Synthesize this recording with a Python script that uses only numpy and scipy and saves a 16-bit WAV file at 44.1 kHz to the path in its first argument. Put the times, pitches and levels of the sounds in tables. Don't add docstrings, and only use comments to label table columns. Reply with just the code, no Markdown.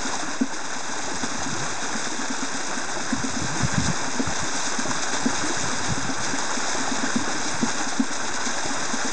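import sys
import numpy as np
from scipy import signal
from scipy.fft import rfft, irfft, next_fast_len
from scipy.io import wavfile

SR = 44100
rng = np.random.default_rng(int(sys.argv[2]) if len(sys.argv) > 2 else 0)


def unload_wav(signal):
    wavfile.write(
        sys.argv[1],
        SR,
        np.round(np.clip(np.atleast_2d(signal).T, -1, 1) * 32767).astype(np.int16),
    )


N = 402191

TURN_S, FIRST_PADDLE_S, PADDLES = 1.8947, 0.0515, 16


def from_db(db):
    return 10 ** (np.asarray(db) / 20)


def rms_one(x):
    return x / np.sqrt(np.mean(x ** 2) + 1e-20)


def in_time(rows):
    time_s, *columns = np.transpose(rows)
    return [np.interp(np.arange(N) / SR, time_s, column) for column in columns]


def drift(rate_per_s):
    pole = np.exp(-80 * np.pi * rate_per_s / SR)
    noise = rng.standard_normal(N // 40 + 2002)
    slow = signal.lfilter([1], [1, -2 * pole, pole * pole], noise)[2000:]
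    return np.interp(np.arange(N) / 40, np.arange(len(slow)), rms_one(slow))


def bell(time_s, half_width_s):
    return np.exp(-((np.arange(N) / SR - time_s) / half_width_s) ** 2)


def colour(x, points):
    size = next_fast_len(N)
    hz = np.maximum(np.arange(size // 2 + 1) * SR / size, 1)
    points_hz, points_db = np.transpose(points)
    gain = from_db(np.interp(np.log(hz), np.log(points_hz), points_db))
    return rms_one(irfft(rfft(x, size) * gain, size)[:N])


def ring(clicks, hz, t60_s):
    decay = from_db(-60 / (t60_s * SR))
    w = 2 * np.pi * hz / SR
    return signal.lfilter([0, np.sin(w)], [1, -2 * decay * np.cos(w), decay * decay], clicks + 1e-18)


def add(out, time_s, sound):
    at = max(round(time_s * SR), 0)
    out[at:at + len(sound)] += sound[:N - at]


def scattered(count, db, low_hz, high_hz):
    when, size, pitch = rng.random((count, 3)).T
    return list(zip(when * N / SR, db + 4 * (size - 0.5), low_hz * (high_hz / low_hz) ** pitch))


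def water():
    # (frequency [Hz], level [dB])
    rush_spectrum = [(90, -41.5), (160, -4.5), (270, -4), (500, -7.5), (900, 0.5), (1200, -3.5), (1580, 2),
                     (2100, -11), (3000, -8.5), (5000, -28)]
    spray_spectrum = [(1200, -25.5), (2200, -5.5), (3000, -10.5), (3700, 0.5), (4000, -3.5), (4400, -5),
                      (5200, 3), (5900, 2), (6300, 4.5), (7500, -3.5), (8700, -14.5), (9600, -8.5),
                      (10400, -37)]
    crackle_spectrum = [(4000, -30), (6500, -14), (8000, 0), (9000, -5), (9700, -11), (10400, -26)]
    rush_db, spray_db = flow_db()
    rush_sheet, spray_sheet = rng.standard_normal((2, N))
    bubbles = droplets(2400, 248.5, 3030, cycles=19.7, spread_db=2.0, clump_db=1.34, count=40)
    fizz = droplets(9000, 1220, 12800, cycles=6.7, spread_db=3.0, clump_db=1.5, count=16)
    ticks = droplets(900, 6500, 11000, cycles=7.0, spread_db=3.0, clump_db=2.5, count=5)
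    rush = colour(0.9 * rush_sheet + from_db(-9) * bubbles, rush_spectrum)
    crackle = from_db(-14.5) * colour(ticks, crackle_spectrum)
    spray = colour(0.85 * spray_sheet + fizz, spray_spectrum) + crackle
    return from_db(rush_db) * rush + from_db(spray_db) * spray


def flow_db():
    # (time [s], rush level [dB], spray level [dB])
    water_curve = [(0.0, -31, -32), (0.3, -31, -33), (0.45, -35, -36.5), (0.8, -32, -33.5),
                   (1.65, -30.5, -32), (2.3, -31.5, -32), (2.9, -31, -32.5), (3.4, -31.5, -31.5),
                   (3.75, -29.5, -30), (4.2, -30.5, -32), (4.55, -29.5, -29.5), (5.1, -29, -30.5),
                   (5.8, -28.5, -29), (6.13, -30, -33.5), (6.4, -29, -29.5), (7.0, -28.5, -30),
                   (7.75, -29.5, -30.5), (8.03, -31.5, -33.5), (8.5, -30, -31), (9.12, -29.5, -29.5)]
    # (time [s], rush swell [dB], spray swell [dB]); below 0 counts as none
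    splashes = [(0.074, -3.5, 2.5), (0.138, 1, 2), (0.659, 2.5, 5), (1.088, 0, -4), (1.241, 4, 3),
                (1.665, 4, 0.5), (2.058, 2, 3), (3.106, 3.5, 2), (3.61, 3, -0.5), (3.747, 3, 0),
                (3.859, -2.5, 3.5), (4.44, 1.5, 0.5), (4.569, 0.6, 2.5), (4.67, 0.5, 4.5), (4.798, -5, 4),
                (4.917, 1, 2), (5.028, 0, 6.5), (5.145, 3.5, 5.5), (6.24, -1.5, 4), (6.511, 3, 0.5),
                (6.82, 1, 0), (6.88, 0.5, 1), (7.816, 4, 1.5), (8.139, 1.5, 4), (8.36, 0.5, 2),
                (8.466, 2.5, 5.5), (8.939, -1, 3)]
    splash_half_width_s = 0.016
    surge_db, surges_per_s, shared_weight = 0.63, 18, 0.98
    swing_db, spray_lag_s = 0.38, 0.033

    rush_db, spray_db = in_time(water_curve)
    shared = shared_weight * drift(surges_per_s)
    rush_db = rush_db + surge_db * rms_one(shared + drift(surges_per_s))
    spray_db = spray_db + surge_db * rms_one(shared + drift(surges_per_s))
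    for time_s, rush_up_db, spray_up_db in splashes:
        swell = bell(time_s, splash_half_width_s)
        rush_db = rush_db + max(rush_up_db, 0) * swell
        spray_db = spray_db + max(spray_up_db, 0) * swell
    paddles_passed = (np.arange(N) / SR - FIRST_PADDLE_S - spray_lag_s) * PADDLES / TURN_S
    return rush_db, spray_db + swing_db * np.cos(2 * np.pi * paddles_passed)


def droplets(per_s, low_hz, high_hz, cycles, spread_db, clump_db, count):
    sizes = from_db(spread_db * np.minimum(rng.exponential(1, N), 5)) * rng.choice([-1, 1], N)
    born = rng.random(N) < per_s / SR
    sizes = sizes * born * from_db(clump_db * drift(31))
    dealt = rng.integers(0, count, N)
    out = np.zeros(N)
    for k, hz in enumerate(np.geomspace(low_hz, high_hz, count)):
        out += ring(sizes * (dealt == k), hz, cycles / hz) * np.sqrt(hz)
    return rms_one(out)


def paddles():
    # (frequency [Hz], level [dB], t60 [s])
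    wheel_modes = [(227, 0, 0.097), (271.5, 2, 0.12), (336, 4.5, 0.039), (464, -1.5, 0.084),
                   (573, 4, 0.012), (730, -1, 0.017)]
    signs = [-1, 1, 1, -1, 1, -1]
    contact_s = 0.0035
    low_cut_hz = 151

    time_s, upper_db, lower_db, hard_db = all_thumps().T
    at = np.round(time_s * SR).astype(int)
    pole = np.exp(-1 / (contact_s * SR))
    out = np.zeros(N)
    for k, (hz, level_db, t60_s) in enumerate(wheel_modes):
        blow_db = [lower_db, 0, hard_db][min(k, 2)]
        clicks = np.zeros(N)
        clicks[at] = from_db(upper_db + level_db + blow_db) * signs[k]
        struck = ring(clicks, hz, t60_s)
        if k < 2:
            lift = np.hypot(1, 2 * np.pi * hz * contact_s)
            struck = signal.lfilter([1 - pole], [1, -pole], struck) * lift
        out += struck
    return signal.sosfilt(signal.butter(2, low_cut_hz, "high", fs=SR, output="sos"), out)


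def all_thumps():
    # (time [s], second mode level [dB], lowest mode re second [dB], four upper modes re second [dB])
    loud = [(0.0479, -25, -1, -21), (0.28, -31, 1, -19), (0.4097, -12, 1, -11.5), (0.759, -30, -6, -13),
            (0.8879, -29, 1, -11), (1.2303, -28.5, 7, -13), (1.3463, -30, 4.5, -23), (1.4604, -23, -9, -25),
            (1.9494, -28, 9, -16), (2.0683, -33, 7, 0), (2.187, -25, 0.5, -21), (2.2987, -21, -2, -17),
            (2.4232, -21.5, -4, -18), (2.768, -26, 2, -16), (3.1225, -17, 3, -26),
            (3.2372, -19.5, 0.5, -10), (3.362, -23, 3, -20), (3.6008, -26, 5, -7),
            (4.0745, -25.5, -12, -20), (4.1935, -16, 0.5, -4), (4.317, -38, 11, -12),
            (4.5441, -27.5, -11, -14), (4.784, -22.5, 2.5, -11.0), (4.8963, -30, 7, -14.5),
            (5.1332, -29, -19, -23), (5.2556, -14, 2, -7), (5.6073, -32, -16, -12), (5.7258, -25.5, 3, -19),
            (5.975, -21, -17, -15), (6.0899, -19.5, -12, -9), (6.333, -20, -21, -20),
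            (6.568, -22.5, -2.5, -18), (6.7991, -23.5, -3, -13), (6.9129, -19, -1, -18),
            (7.0295, -18.5, 0, -12), (7.156, -18.5, 8, -9), (7.2756, -31, 3, 4.5), (7.6266, -18.5, 8.5, -4),
            (7.8656, -25.5, -3, -16), (7.9934, -12, 2.5, -18), (8.3425, -31, -3, -7), (8.463, -27, 4, -18),
            (8.703, -23.5, -4, -22), (8.9325, -25.5, 6, -6.0), (9.047, -22.5, -2, -4)]
    # [s, then dB]
    soft_spread = [(0, 0.00376), (-34.5, 3.7), (-7.5, 8.3), (-14.5, 7.1)]
    step_s = TURN_S / PADDLES
    due_s = np.arange(FIRST_PADDLE_S, N / SR - step_s / 2, step_s)
    mean, spread = np.transpose(soft_spread)
    soft = mean + spread * rng.standard_normal((len(due_s), 4))
    soft[:, 0] += due_s
    gap_s = np.abs(due_s[:, None] - np.array(loud)[:, 0]).min(axis=1)
    return np.vstack([loud, soft[gap_s > step_s / 2]])


def crank():
    # (time [s], level [dB])
    knocks = [(1.079, -30), (2.97, -28.5), (4.855, -25), (6.749, -24.5), (8.657, -25.5)]
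    # (frequency [Hz], level [dB], t60 [s])
    arm_modes = [(363, 4, 0.045), (630, 2.5, 0.073), (820, -4, 0.15)]
    clicks = np.zeros(N)
    for time_s, level_db in knocks:
        clicks[round(time_s * SR)] = from_db(level_db)
    return sum(from_db(level_db) * ring(clicks, hz, t60_s) for hz, level_db, t60_s in arm_modes)


def gulps():
    # (time [s], level [dB], pitch [Hz])
    wheel_pockets = [(0.23, -27, 293), (1.115, -30, 332), (1.318, -34, 280), (1.55, -28, 331),
                     (2.12, -28, 307), (2.389, -33, 332), (3.417, -26, 294), (3.561, -27, 306),
                     (3.789, -22, 247), (5.44, -22.5, 286), (5.5, -23.5, 323), (6.989, -28, 222),
                     (7.21, -25, 290), (7.35, -26, 291), (7.46, -29, 290), (7.806, -29, 296)]
    # (time [s], level [dB], pitch [Hz])
    pond_drops = [(0.136, -22, 970), (2.058, -18, 1660), (2.348, -20, 1480), (2.996, -22, 804),
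                  (3.031, -30, 1590), (3.105, -24, 1600), (3.742, -23, 1530), (4.273, -19.5, 1330),
                  (4.913, -18, 1000), (5.133, -21, 1590), (6.682, -21, 650), (6.731, -23, 1600),
                  (6.877, -18, 796), (7.808, -29, 950), (8.719, -25, 1560)]
    large = wheel_pockets + scattered(count=6, db=-29, low_hz=225, high_hz=335)
    small = pond_drops + scattered(count=20, db=-23.5, low_hz=670, high_hz=1670)
    return (air_pockets(large, rise_cycles=1.2, ring_cycles=4.6, glide=0.0043)
            + air_pockets(small, rise_cycles=0.51, ring_cycles=3.1, glide=0.0031))


def air_pockets(events, rise_cycles, ring_cycles, glide):
    out = np.zeros(N)
    for time_s, level_db, hz in events:
        cycles = np.arange(SR // 8) / SR * hz
        shape = (1 - np.exp(-cycles / rise_cycles)) * np.exp(-cycles / ring_cycles)
        tone = np.sin(2 * np.pi * (cycles + glide * cycles ** 2))
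        add(out, time_s - rise_cycles / hz, from_db(level_db) * shape / shape.max() * tone)
    return out


def spatters():
    # (time [s], level [dB])
    sharp = [(1.477, -23), (1.642, -23), (4.441, -19), (5.599, -19), (6.3854, -19), (6.5161, -22),
             (6.8099, -19), (6.99, -21)]
    soft = zip(rng.random(18) * (N - 1) / SR, -25 + rng.normal(0, 1.5, 18))
    clicks = np.zeros(N)
    for time_s, level_db in sharp + list(soft):
        clicks[round(time_s * SR)] = from_db(level_db)
    return ring(clicks, hz=8080, t60_s=0.0011) - 1.1 * ring(clicks, hz=6830, t60_s=0.01)


def wind():
    # (time [s], level [dB])
    wind_curve = [(0.0, -52), (0.45, -57), (0.7, -57), (1.1, -49.5), (1.6, -45), (1.75, -52), (2.6, -62),
                  (3.1, -44), (3.4, -47), (3.8, -35), (4.0, -45), (4.55, -54.5), (5.3, -46), (5.95, -41),
                  (6.4, -51), (7.3, -46.5), (7.95, -57), (8.65, -50.5), (9.12, -50)]
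    # (time [s], level [dB], centre frequency [Hz])
    puffs = [(1.165, -34, 80), (1.244, -38, 100), (1.397, -30, 75), (1.529, -22, 170), (3.06, -39, 166),
             (3.165, -35, 86), (3.198, -30, 104), (3.31, -31, 95), (3.341, -30, 95), (3.422, -18.5, 125),
             (3.447, -17, 180), (3.636, -14.5, 152), (3.65, -13, 150), (3.74, -20, 138), (3.783, -9.5, 168),
             (3.81, -23, 166), (3.853, -20, 87), (3.887, -14.5, 181), (3.902, -17, 146), (4.024, -32, 113),
             (4.277, -21.5, 120), (4.289, -24, 121), (4.412, -30, 90), (4.43, -19.5, 134),
             (4.896, -29, 110), (5.306, -30, 110), (5.429, -28, 140), (5.575, -31, 151), (5.641, -23, 138),
             (5.806, -37, 103), (5.891, -26, 111), (5.904, -18, 172), (5.923, -20, 138), (5.981, -32, 110),
             (6.03, -26, 95), (6.055, -25, 166), (6.201, -28, 151), (6.294, -30, 124), (7.203, -35, 110),
             (7.548, -24, 125), (7.667, -29, 115), (8.31, -34, 110), (8.657, -34, 110), (8.831, -31, 166)]
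    # (start [s], end [s], start frequency [Hz], end frequency [Hz], level [dB])
    glides = [(1.465, 1.546, 105, 193, -35), (1.57, 1.671, 95, 180, -30.5), (3.475, 3.585, 106, 201, -30)]
    # (frequency [Hz], level [dB])
    gust_spectrum = [(25, -17), (50, -1), (80, 2), (120, 5.5), (180, 2), (400, -32)]
    lumps_db, lumps_per_s = 4.5, 13.0
    burst_db, burst_half_width_s = -17.5, 0.021
    puff_rise = 0.074

    level = from_db(in_time(wind_curve)[0] + lumps_db * drift(lumps_per_s))
    for time_s, puff_db, _ in puffs:
        level = level + from_db(puff_db + burst_db) * bell(time_s, burst_half_width_s)
    out = level * colour(rng.standard_normal(N), gust_spectrum)

    t = np.arange(-SR // 16, SR // 16) / SR
    for time_s, puff_db, hz in puffs:
        cycles = hz * t
        shape = np.exp(-(cycles / 0.61) ** 2)
        eddy = np.cos(2 * np.pi * (cycles + puff_rise * cycles ** 2))
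        add(out, time_s - 1 / 16, from_db(puff_db) * shape * eddy)

    for start_s, end_s, start_hz, end_hz, glide_db in glides:
        size = round((end_s - start_s) * SR)
        cycles = np.cumsum(np.linspace(start_hz, end_hz, size)) / SR
        add(out, start_s, from_db(glide_db) * np.sqrt(np.hanning(size)) * np.sin(2 * np.pi * cycles))
    return out


def scene():
    return (water() + spatters() + paddles() + crank() + gulps() + wind())[None]


def record(dry):
    notch_hz = [3001, 4398, 5409]
    notch_width_hz = [680, 410, 200]
    ceiling = 0.6
    low_hz, high_hz, cutoff_hz = 43.7, 8610, 10330
    step_s, offsets = 3.59, (-0.0418, -0.0526)

    x = ceiling * np.tanh(dry / ceiling)
    x = signal.sosfilt(signal.butter(1, low_hz, "high", fs=SR, output="sos"), x)
    x = signal.sosfilt(signal.butter(10, high_hz, fs=SR, output="sos"), x)
    for hz, width_hz in zip(notch_hz, notch_width_hz):
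        x = signal.lfilter(*signal.iirnotch(hz, hz / width_hz, fs=SR), x)
    x = signal.sosfilt(signal.ellip(12, 0.5, 60, cutoff_hz, fs=SR, output="sos"), x)
    return x + np.interp(np.arange(N) / SR, [step_s, step_s + 0.01], offsets)


dry = scene()
out = record(dry)
unload_wav(out)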